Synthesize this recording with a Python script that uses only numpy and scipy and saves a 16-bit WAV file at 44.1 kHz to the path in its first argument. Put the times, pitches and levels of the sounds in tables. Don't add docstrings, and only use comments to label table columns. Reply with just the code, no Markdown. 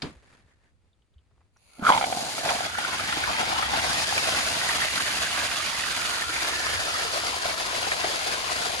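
import sys
import numpy as np
from scipy import signal
from scipy.fft import rfft, irfft, next_fast_len
from scipy.io import wavfile
from scipy.ndimage import map_coordinates

SR = 44100
rng = np.random.default_rng(int(sys.argv[2]) if len(sys.argv) > 2 else 0)


def to_wav(sig):
    pcm = np.clip(np.atleast_2d(sig), -1, 1) * 32767
    pcm = np.round(pcm).astype(np.int16)
    wavfile.write(sys.argv[1], SR, pcm.T)


N = 388080


def amp(db):
    return 10 ** (np.asarray(db) / 20)


def unit(x):
    return x / np.sqrt(np.mean(x ** 2) + 1e-20)


def along(points, hz):
    f, v = np.transpose(points)
    return np.interp(np.log(hz + 1), np.log(f + 1), v)


def curves(rows):
    s, *cols = np.transpose(rows)
    return [np.interp(np.arange(N) / SR, s, c) for c in cols]


def wobble(rate_hz):
    knots = rng.standard_normal(int(N * rate_hz / SR) + 4)
    return map_coordinates(knots, [np.arange(N) * rate_hz / SR])


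def noise():
    return rng.standard_normal((2, N))


def filtered(x, response):
    size = next_fast_len(N + 8192, True)
    return irfft(rfft(x, size) * response(np.fft.rfftfreq(size, 1 / SR)), size)[..., :N]


def ringing(x, modes):
    def response(hz):
        return sum(amp(db) / (1 + 2j * (hz - centre) / width) ** 2 for centre, width, db in modes)
    return filtered(x, response)


# f/Hz, likeness/0-1
LIKENESS = [(60, 0), (200, 0.99), (900, 0.38), (2500, 0.25), (8000, 0.19), (10800, 0.62)]


def spread(pair, tone, alike=LIKENESS):
    def response(hz):
        turn = np.arccos(np.clip(along(alike, hz), -1, 1)) / 2
        return amp(along(tone, hz)) * np.array([np.cos(turn), np.sin(turn)])
    mid, side = filtered(pair, response)
    return np.array([mid + side, mid - side]) / np.std(mid)


def add(track, s, sound):
    part = track[..., max(round(s * SR), 0):][..., :sound.shape[-1]]
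    part += sound[..., :part.shape[-1]]


def ramp(start_s, length_s):
    return np.clip((np.arange(N) / SR - start_s) / length_s, 0, 1)


def swell(peak_s, length_s, attack):
    attack = np.clip(attack, .05, .95)
    rise = ramp(peak_s - attack * length_s, attack * length_s)
    return np.maximum(rise - ramp(peak_s, (1 - attack) * length_s), 0)


def drops(rate_hz, size_db, t60_s):
    sizes = amp(size_db * np.minimum(rng.standard_normal((2, N)), 2.7)) ** 2
    strikes = (rng.random((2, N)) < rate_hz / SR) * sizes
    power = signal.lfilter([1], [1, -amp(-120 / (t60_s * SR))], strikes)
    return unit(np.sqrt(power) * noise())


def bubbles(centre_hz, cycles, size_db, glide, count):
    when, pitch, size, port = rng.random((4, count, 1))
    hz = centre_hz * 4 ** (pitch - .5)
    t = np.arange(SR // 80) / SR
    age = t * hz / cycles
    level = amp(size_db * np.minimum(-np.log(size), 4))
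    ring = level * np.exp(-2 * age) * np.sin(2 * np.pi * hz * t * (1 + glide * age))
    index = (when * N).astype(int) + np.arange(len(t)) + N * (port > .5)
    both = np.bincount(index.ravel(), ring.ravel(), minlength=2 * N)
    return unit(both[:2 * N].reshape(2, N))


def pops(rows, t60_s, rise_s, slap_t60_s):
    rings, slaps, t = np.zeros(N), np.zeros((2, N)), np.arange(SR // 12) / SR
    for s, db, hz, slap_db in rows:
        envelope = amp(db - 60 * t / t60_s) * (1 - np.exp(-t / rise_s))
        add(rings, s, envelope * np.sin(2 * np.pi * hz * t))
        add(slaps, s, amp(db + slap_db - 60 * t / slap_t60_s) * rng.standard_normal((2, len(t))))
    return rings, slaps


OPEN_S, FILL_S, TURN_S = 1.7924, 0.079, 1.48
FILL_DB = 30.5


def flow():
    gain = ramp(OPEN_S, FILL_S / 10) * amp(FILL_DB * (ramp(OPEN_S, FILL_S) - 1))
    return gain, 1 - ramp(OPEN_S, TURN_S)


# t/s, peak level/dB, f/Hz
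LEVER_TICKS = [(0.931, -64, 3460), (1.019, -62, 3180), (1.137, -65, 3400), (1.182, -60, 3180),
               (1.312, -60, 703), (1.375, -61, 993), (1.407, -57, 900), (1.561, -53, 1060),
               (1.570, -51, 5770)]
# t/s, level/dB
CAMERA_BUMPS = [(.16, -40), (.45, -49), (1.16, -40), (1.38, -53)]
# peak t/s, length/s, level/dB, handle ring/dB (before halving)
HAND_RUBS = [(0.094, 0.32, -52.5, -17), (0.336, 0.41, -59.5, -0.5), (0.518, 0.19, -68.5, 4),
             (0.667, 0.22, -72, 6)]
# f/Hz, width/Hz, level/dB
HANDLE_MODES = [(1780, 470, 0)]
# f/Hz, level/dB per Hz
HAND_TONE = [(150, 7.5), (700, 1.5), (2300, -1), (2900, -5.5), (7000, -10.5), (11000, -19), (14000, -60)]
# f/Hz, level/dB per Hz
LOW_RUMBLE_TONE = [(20, -56), (55, -0.5), (85, 2), (150, -12), (900, -33.5), (6000, -75)]
RUB_ATTACK, GRIP_DB = 0.68, -81.5
TREMOR_DB, TREMOR_SWING_DB = -71, 3


def lever(t60_s=0.051, tick_width_hz=750, bump_hz=65):
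    touches, t = np.zeros(N), np.arange(SR // 8) / SR
    for s, db, hz in LEVER_TICKS:
        slip = amp(-60 * t / t60_s) * rng.standard_normal(len(t)) ** 3
        mode = signal.iirpeak(hz, hz / tick_width_hz, SR)
        creak = signal.lfilter(*mode, signal.lfilter(*mode, slip))
        add(touches, s, amp(db) * creak / np.abs(creak).max())
    for s, db in CAMERA_BUMPS:
        envelope = amp(db - 60 * t / 0.12) * (1 - np.exp(-t / 0.0068))
        add(touches, s, envelope * np.sin(2 * np.pi * bump_hz * t * rng.uniform(0.89, 1.38)))
    rustle = spread(drops(rate_hz=800, size_db=2.2, t60_s=0.02), HAND_TONE)
    handle = unit(ringing(noise(), HANDLE_MODES))
    rubs = 0
    for s, length, db, ring_db in HAND_RUBS:
        pressure = swell(s, length, RUB_ATTACK) ** 1.26
        rubs = rubs + amp(db) * pressure * (rustle + amp(ring_db) * handle / 2)
    grip = amp(GRIP_DB + 2.3 * wobble(14)) * rustle
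    tremor = amp(TREMOR_DB + TREMOR_SWING_DB * wobble(22)) * spread(noise(), LOW_RUMBLE_TONE)
    return touches + rubs + grip + tremor


# peak t/s, length/s, swell/dB
AIR_PUFFS = [(1.945, 0.15, 18), (3.7, 0.97, 4), (6.797, 0.23, 9)]
# f/Hz, level/dB per Hz
YARD_TONE = [(70, -2.5), (200, -16), (9000, -33), (14000, -60)]
# t/s, distance/m
SPLASH_DISTANCE_M = [(1.8, 1.11), (3.4, 0.94), (4.6, 0.98), (6.0, 1.254), (8.8, 1.35)]
YARD_DB = -74.5
BUFFET_DB, NARROW_BUFFET_DB = -50.5, 9


def air():
    flowing, narrow = flow()
    puff_db = sum(db * swell(s, length, attack=0.58) for s, length, db in AIR_PUFFS)
    buffet_db = BUFFET_DB - NARROW_BUFFET_DB * narrow + puff_db + 1.7 * wobble(14)
    draught = flowing * amp(buffet_db) / curves(SPLASH_DISTANCE_M)[0]
    yard = amp(YARD_DB) * spread(noise(), YARD_TONE)
    return draught * spread(noise(), LOW_RUMBLE_TONE, [(60, 0.055)]) + yard


def blow(start_s, level_db, rise_s, t60_s, tone):
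    t = np.maximum(np.arange(N) / SR - start_s, 0)
    return amp(level_db - 60 * t / t60_s) * (1 - np.exp(-t / rise_s)) * spread(noise(), tone)


# f/Hz, level/dB per Hz
HARD_CLACK_TONE = [(300, -5), (3000, 0), (4900, 4.5), (6000, -8), (11500, -28), (13500, -60)]
# f/Hz, level/dB per Hz
DULL_THUMP_TONE = [(40, -10), (150, 0), (270, -1), (500, -10), (4500, -24), (11000, -43), (13500, -70)]


def knock():
    clack = blow(start_s=.0202, level_db=-28, rise_s=.0003, t60_s=.06, tone=HARD_CLACK_TONE)
    thump = blow(start_s=.024, level_db=-25.5, rise_s=.014, t60_s=.2, tone=DULL_THUMP_TONE)
    return clack + thump


# f/Hz, width/Hz, level/dB
LEAK_MODES = [(800, 1200, 2), (2500, 810, 4.5), (4420, 1100, 3), (6500, 1500, 0), (9800, 1900, 0.5)]
# peak t/s, length/s, level/dB, f/Hz at the peak
GAP_WHISTLES = [(1.75, .2, -63, 2200), (1.765, .2, -60, 1340)]
LEAK_S, LEAK_DB, LEAK_GROWTH_DB, LEAK_RELEASE_S = 1.506, -54, 20, 0.085
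WHISTLE_SAG_PER_S, WHISTLE_WAVER = .4, .035


def seal():
    growth_db = LEAK_GROWTH_DB * (ramp(LEAK_S, OPEN_S - LEAK_S) - 1)
    level = amp(LEAK_DB + growth_db) * (ramp(LEAK_S, 0.09) - ramp(OPEN_S, LEAK_RELEASE_S))
    sound = level * unit(ringing(drops(rate_hz=1700, size_db=4.0, t60_s=0.0098), LEAK_MODES))
    for s, length, db, hz in GAP_WHISTLES:
        sag = WHISTLE_SAG_PER_S * (np.arange(N) / SR - s)
        pitch_hz = hz * (1 - sag + WHISTLE_WAVER * wobble(250))
        envelope = amp(db + 4.7 * wobble(120)) * swell(s, length, attack=0.44)
        sound = sound + envelope * np.sin(2 * np.pi * np.cumsum(pitch_hz) / SR)
    return sound


# f/Hz, level/dB per Hz
FIRM_SOIL_TONE = [(30, -34), (100, -1.5), (300, 1), (430, -6.5), (700, 0), (4000, -42)]
# peak t/s, length/s, level/dB, f/Hz
JET_GURGLES = [(2.798, 0.55, -35, 1440), (5.1, 1.7, -41.5, 2010), (6.3, 1.6, -37, 1390),
               (6.64, 1, -35, 1760), (7.6, 6.3, -41.5, 1017)]
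CHURN_S, CHURN_LENGTH_S, CHURN_DB = 1.837, 0.2, -36
GURGLE_WIDTH_HZ = 190


def hollows():
    churning = spread(drops(rate_hz=370, size_db=5.5, t60_s=0.018), FIRM_SOIL_TONE)
    sound = amp(CHURN_DB) * swell(CHURN_S, CHURN_LENGTH_S, attack=0.3) * churning
    stirring = drops(rate_hz=500, size_db=4.5, t60_s=0.0059)
    for s, length, db, hz in JET_GURGLES:
        gurgle = unit(ringing(stirring, [(hz, GURGLE_WIDTH_HZ, 0)]))
        sound = sound + amp(db) * swell(s, length, attack=0.49) * gurgle
    return sound


def outlet(drive, hz, width_hz):
    carrier = np.exp(2j * np.pi * np.cumsum(hz * np.ones(N)) / SR)
    ring = signal.lfilter([1], [1, -np.exp(-np.pi * width_hz / SR)], drive / carrier)
    return (ring * carrier).real


def patches(pair, depth_db, width_hz, life_s):
    hz, t, z = signal.stft(pair, SR, nperseg=512)
    grid = np.meshgrid(hz / width_hz, t / life_s, indexing="ij")
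    field = map_coordinates(rng.standard_normal((256, 512)), grid, mode="mirror")
    return signal.istft(z * amp(depth_db * field), nperseg=512)[1][:, :N]


# t/s, f/Hz
BORE_NOTE_HZ = [(1.87, 1350), (1.905, 970), (1.955, 970), (2.015, 758), (2.6, 726), (3.4, 866), (4.2, 705),
                (8.5, 708)]
# f/Hz, width/Hz, level/dB
NOZZLE_MODES = [(1380, 300, 10), (2250, 450, 8.5), (3200, 800, 4)]
# t/s, level/dB
OUTLET_LEVEL_DB = [(2.1, 2.5), (2.65, -4), (3.0, -5), (3.3, 5.5), (3.8, 3.5), (4.75, -4), (5.85, -11),
                   (7.2, -0.5), (8.7, 0)]
# peak t/s, length/s, swell/dB
JET_SURGES = [(1.852, 0.33, 19.5), (2.483, 0.26, 14), (3.74, 0.074, 6.5), (4.67, 0.42, 6.5),
              (5.335, 0.45, 6.5), (8.044, 0.038, 14.5)]
# f/Hz, level/dB per Hz
FLOODED_MUD_TONE = [(40, -9.5), (190, -10), (380, -0.5), (700, -3), (4000, -63)]
# f/Hz, level/dB per Hz
PUDDLE_TONE = [(200, -33.5), (850, -8.5), (1500, -2), (3500, -5.5), (12000, -42)]
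# f/Hz, level/dB per Hz
MIST_TONE = [(700, -13), (3500, -3), (5000, 1.5), (6600, -3.5), (8000, -9), (10300, -10.5), (11600, -14.5),
             (13000, -34)]
GARGLE_DB, THUD_DB, SPLASH_DB, SPRAY_DB = -38, -44.5, -31.5, -31
NARROW_SPLASH_DB, NARROW_SPRAY_DB = 11.5, 4.5
NOZZLE_DB = -13
BORE_WIDTH_HZ, BORE_WAVER = 150, .06
SURGE_ATTACK = .33
THUD_SHARE, SPLASH_SHARE, SPRAY_SHARE = 0.38, 0.31, 0.16
GARGLE_LUMP_DB, SPLASH_LUMP_DB = 2, 0.97
PUDDLE_S, PUDDLE_FILL_S = 2.15, 0.22
SPLASH_PATCH_DB, SPLASH_PATCH_HZ, SPLASH_PATCH_S = 2.7, 150, .06
ARM_FROM_S, ARM_TO_S, ARM_MOVE_S, ARM_SHADE_DB = 2.56, 3.88, 0.14, 4.5


def jet():
    flowing, narrow = flow()
    surge_db = sum(db * swell(s, length, SURGE_ATTACK) for s, length, db in JET_SURGES)
    outlet_db = curves(OUTLET_LEVEL_DB)[0] + surge_db
    behind_arm = ramp(ARM_FROM_S, ARM_MOVE_S) - ramp(ARM_TO_S - ARM_MOVE_S, ARM_MOVE_S)
    splash_db = SPLASH_DB - NARROW_SPLASH_DB * narrow + SPLASH_SHARE * surge_db
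    spray_db = SPRAY_DB - NARROW_SPRAY_DB * narrow + SPRAY_SHARE * surge_db - ARM_SHADE_DB * behind_arm
    lumps = 0.59 * wobble(11) + wobble(50) + .5 * wobble(170)

    flooded = ramp(5.7, 0.79)
    thuds = drops(rate_hz=700, size_db=0.5, t60_s=0.012)
    soil = (1 - flooded) * spread(thuds, FIRM_SOIL_TONE) + flooded * spread(thuds, FLOODED_MUD_TONE)

    shaking = drops(rate_hz=1400, size_db=4.0, t60_s=0.0067)
    note_hz = curves(BORE_NOTE_HZ)[0] * (1 + BORE_WAVER * wobble(40))
    pocket = outlet(shaking, note_hz, BORE_WIDTH_HZ)
    gargle = spread(pocket, [(200, -5), (650, 4.5), (1500, 0.5), (4000, -33)], [(700, 0.8)])
    gargle = gargle + amp(NOZZLE_DB) * narrow * unit(ringing(shaking, NOZZLE_MODES))

    fizz = bubbles(centre_hz=1599, cycles=13.6, size_db=2.5, glide=0.085, count=3000)
    puddle = drops(rate_hz=3000, size_db=-1.0, t60_s=0.0083) + amp(-12.0) * fizz
    patchy = patches(puddle, SPLASH_PATCH_DB, SPLASH_PATCH_HZ, SPLASH_PATCH_S)
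    splash = ramp(PUDDLE_S, PUDDLE_FILL_S) * spread(patchy, PUDDLE_TONE)
    mist = drops(rate_hz=2000, size_db=4.0, t60_s=0.012) + noise()
    spray = spread(mist, MIST_TONE)

    landing = amp(splash_db + SPLASH_LUMP_DB * lumps) * splash + amp(spray_db + lumps) * spray
    landing = landing / curves(SPLASH_DISTANCE_M)[0]
    thud = amp(THUD_DB + THUD_SHARE * outlet_db + 2.0 * lumps) * soil
    gargling = amp(GARGLE_DB + outlet_db + GARGLE_LUMP_DB * lumps + wobble(25)) * gargle
    return flowing * (thud + gargling + landing)


# t/s, level/dB, f/Hz
GULPS_AND_THUDS = [(1.795, -28, 258), (1.824, -21, 200), (3.171, -24, 312), (6.296, -29, 328),
                   (7.051, -27, 460), (8.043, -26, 385)]
# t/s, level/dB, slap/dB re level
OUTLET_SLUGS = [(1.866, -8.5, -14), (1.901, -6, -16), (1.921, -4.5, -9.5), (1.934, -14, -1),
                (1.948, -11, -7), (1.964, -10, -14), (1.976, -9, -6), (2.011, -12, -6), (2.026, -13, -5),
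                (2.04, -10, -7), (2.125, -13, -7.5), (2.489, -20.5, 7.5), (2.606, -15.5, -6),
                (3.736, -13, -15), (7.455, -15, -6), (8.044, -16, -8)]
# t/s, level/dB, f/Hz
MUD_SPLATS = [(2.749, -22, 1590), (2.785, -15, 840), (2.848, -16.5, 1430), (2.996, -19, 1340),
              (3.125, -15, 1400), (3.238, -15.5, 1650), (3.412, -19, 1410), (3.625, -12.5, 1300),
              (4.124, -15.5, 790), (4.178, -11.5, 2370), (4.614, -17, 1930), (4.69, -15, 1860),
              (4.818, -16, 1860), (5, -17, 1120), (5.513, -20, 1480), (6.22, -16.5, 1790),
              (6.666, -16.5, 1270), (7.917, -13, 1840)]
# f/Hz, level/dB per Hz
MUD_SLAP_TONE = [(200, -14), (800, -2.5), (2400, 3.5), (4500, -15), (11000, -12), (13000, -45)]
GULP_SLAP_DB, SPLAT_SLAP_DB = -16, -4


def slugs():
    gulp_rows = [(*row, GULP_SLAP_DB) for row in GULPS_AND_THUDS]
    slug_rows = [(s, db, np.interp(s, *np.transpose(BORE_NOTE_HZ)), slap_db)
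                 for s, db, slap_db in OUTLET_SLUGS]
    splat_rows = [(*row, SPLAT_SLAP_DB) for row in MUD_SPLATS]
    gulps, gulp_slaps = pops(gulp_rows, t60_s=0.045, rise_s=0.0008, slap_t60_s=0.04)
    bursts, spurts = pops(slug_rows, t60_s=0.026, rise_s=0.00069, slap_t60_s=0.054)
    splats, slaps = pops(splat_rows, t60_s=0.031, rise_s=0.001, slap_t60_s=0.07)
    nozzle = ringing(gulp_slaps + spurts, NOZZLE_MODES)
    smacks = filtered(slaps, lambda hz: amp(along(MUD_SLAP_TONE, hz)))
    return gulps + bursts + splats + nozzle + smacks


# t/s, bearing/degrees left
JET_BEARING_DEG = [(1.8, 10.7), (2.7, 18.5), (3.6, 31), (4.4, 21.2), (5.8, 5.1), (7.2, 34.7), (8.8, 40.5)]
PORT_SPACING_M = .14
PAN_DB, PAN_OFFSET_DB = 8, -4


def facing(water, shade_hz=5200):
    leftward = np.sin(np.radians(curves(JET_BEARING_DEG)[0]))
    low = filtered(water[1], lambda hz: 1 / (1 + (hz / shade_hz) ** 16))
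    delay_samples = leftward * PORT_SPACING_M / 343 * SR
    late = map_coordinates(low, [np.arange(N) - delay_samples], order=3)
    pan_db = PAN_OFFSET_DB + PAN_DB * leftward
    return np.array([water[0], water[1] - low + late]) * amp(np.array([pan_db, -pan_db]) / 2)


def scene():
    return facing(jet() + hollows() + slugs()) + knock() + lever() + seal() + air()


# f/Hz, width/Hz, level/dB
PORT_NOTCHES = [(5410, 360, -8.5), (6064, 290, -13.5), (7560, 300, -9)]
# f/Hz, left re right/dB
PORT_COLOUR_DB = [(550, 0), (870, 2), (1300, 0.5), (2200, -1.5), (4000, 3), (5500, 2.5), (7000, -0.5)]
# f/Hz, lead/rad
LEFT_LEAD_RAD = [(450, 0.14), (900, 1), (1400, 0.084)]
TOP_HZ = 15800


def record(dry):
    def response(hz):
        dips_db = sum(db * np.exp(-(2 * (hz - centre) / width) ** 2) for centre, width, db in PORT_NOTCHES)
        sides = np.array([[.5], [-.5]])
        colour = amp(dips_db + sides * along(PORT_COLOUR_DB, hz))
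        return colour * np.exp(1j * sides * along(LEFT_LEAD_RAD, hz)) * (hz < TOP_HZ)
    return filtered(dry, response)


dry = scene()
out = record(dry)
to_wav(out)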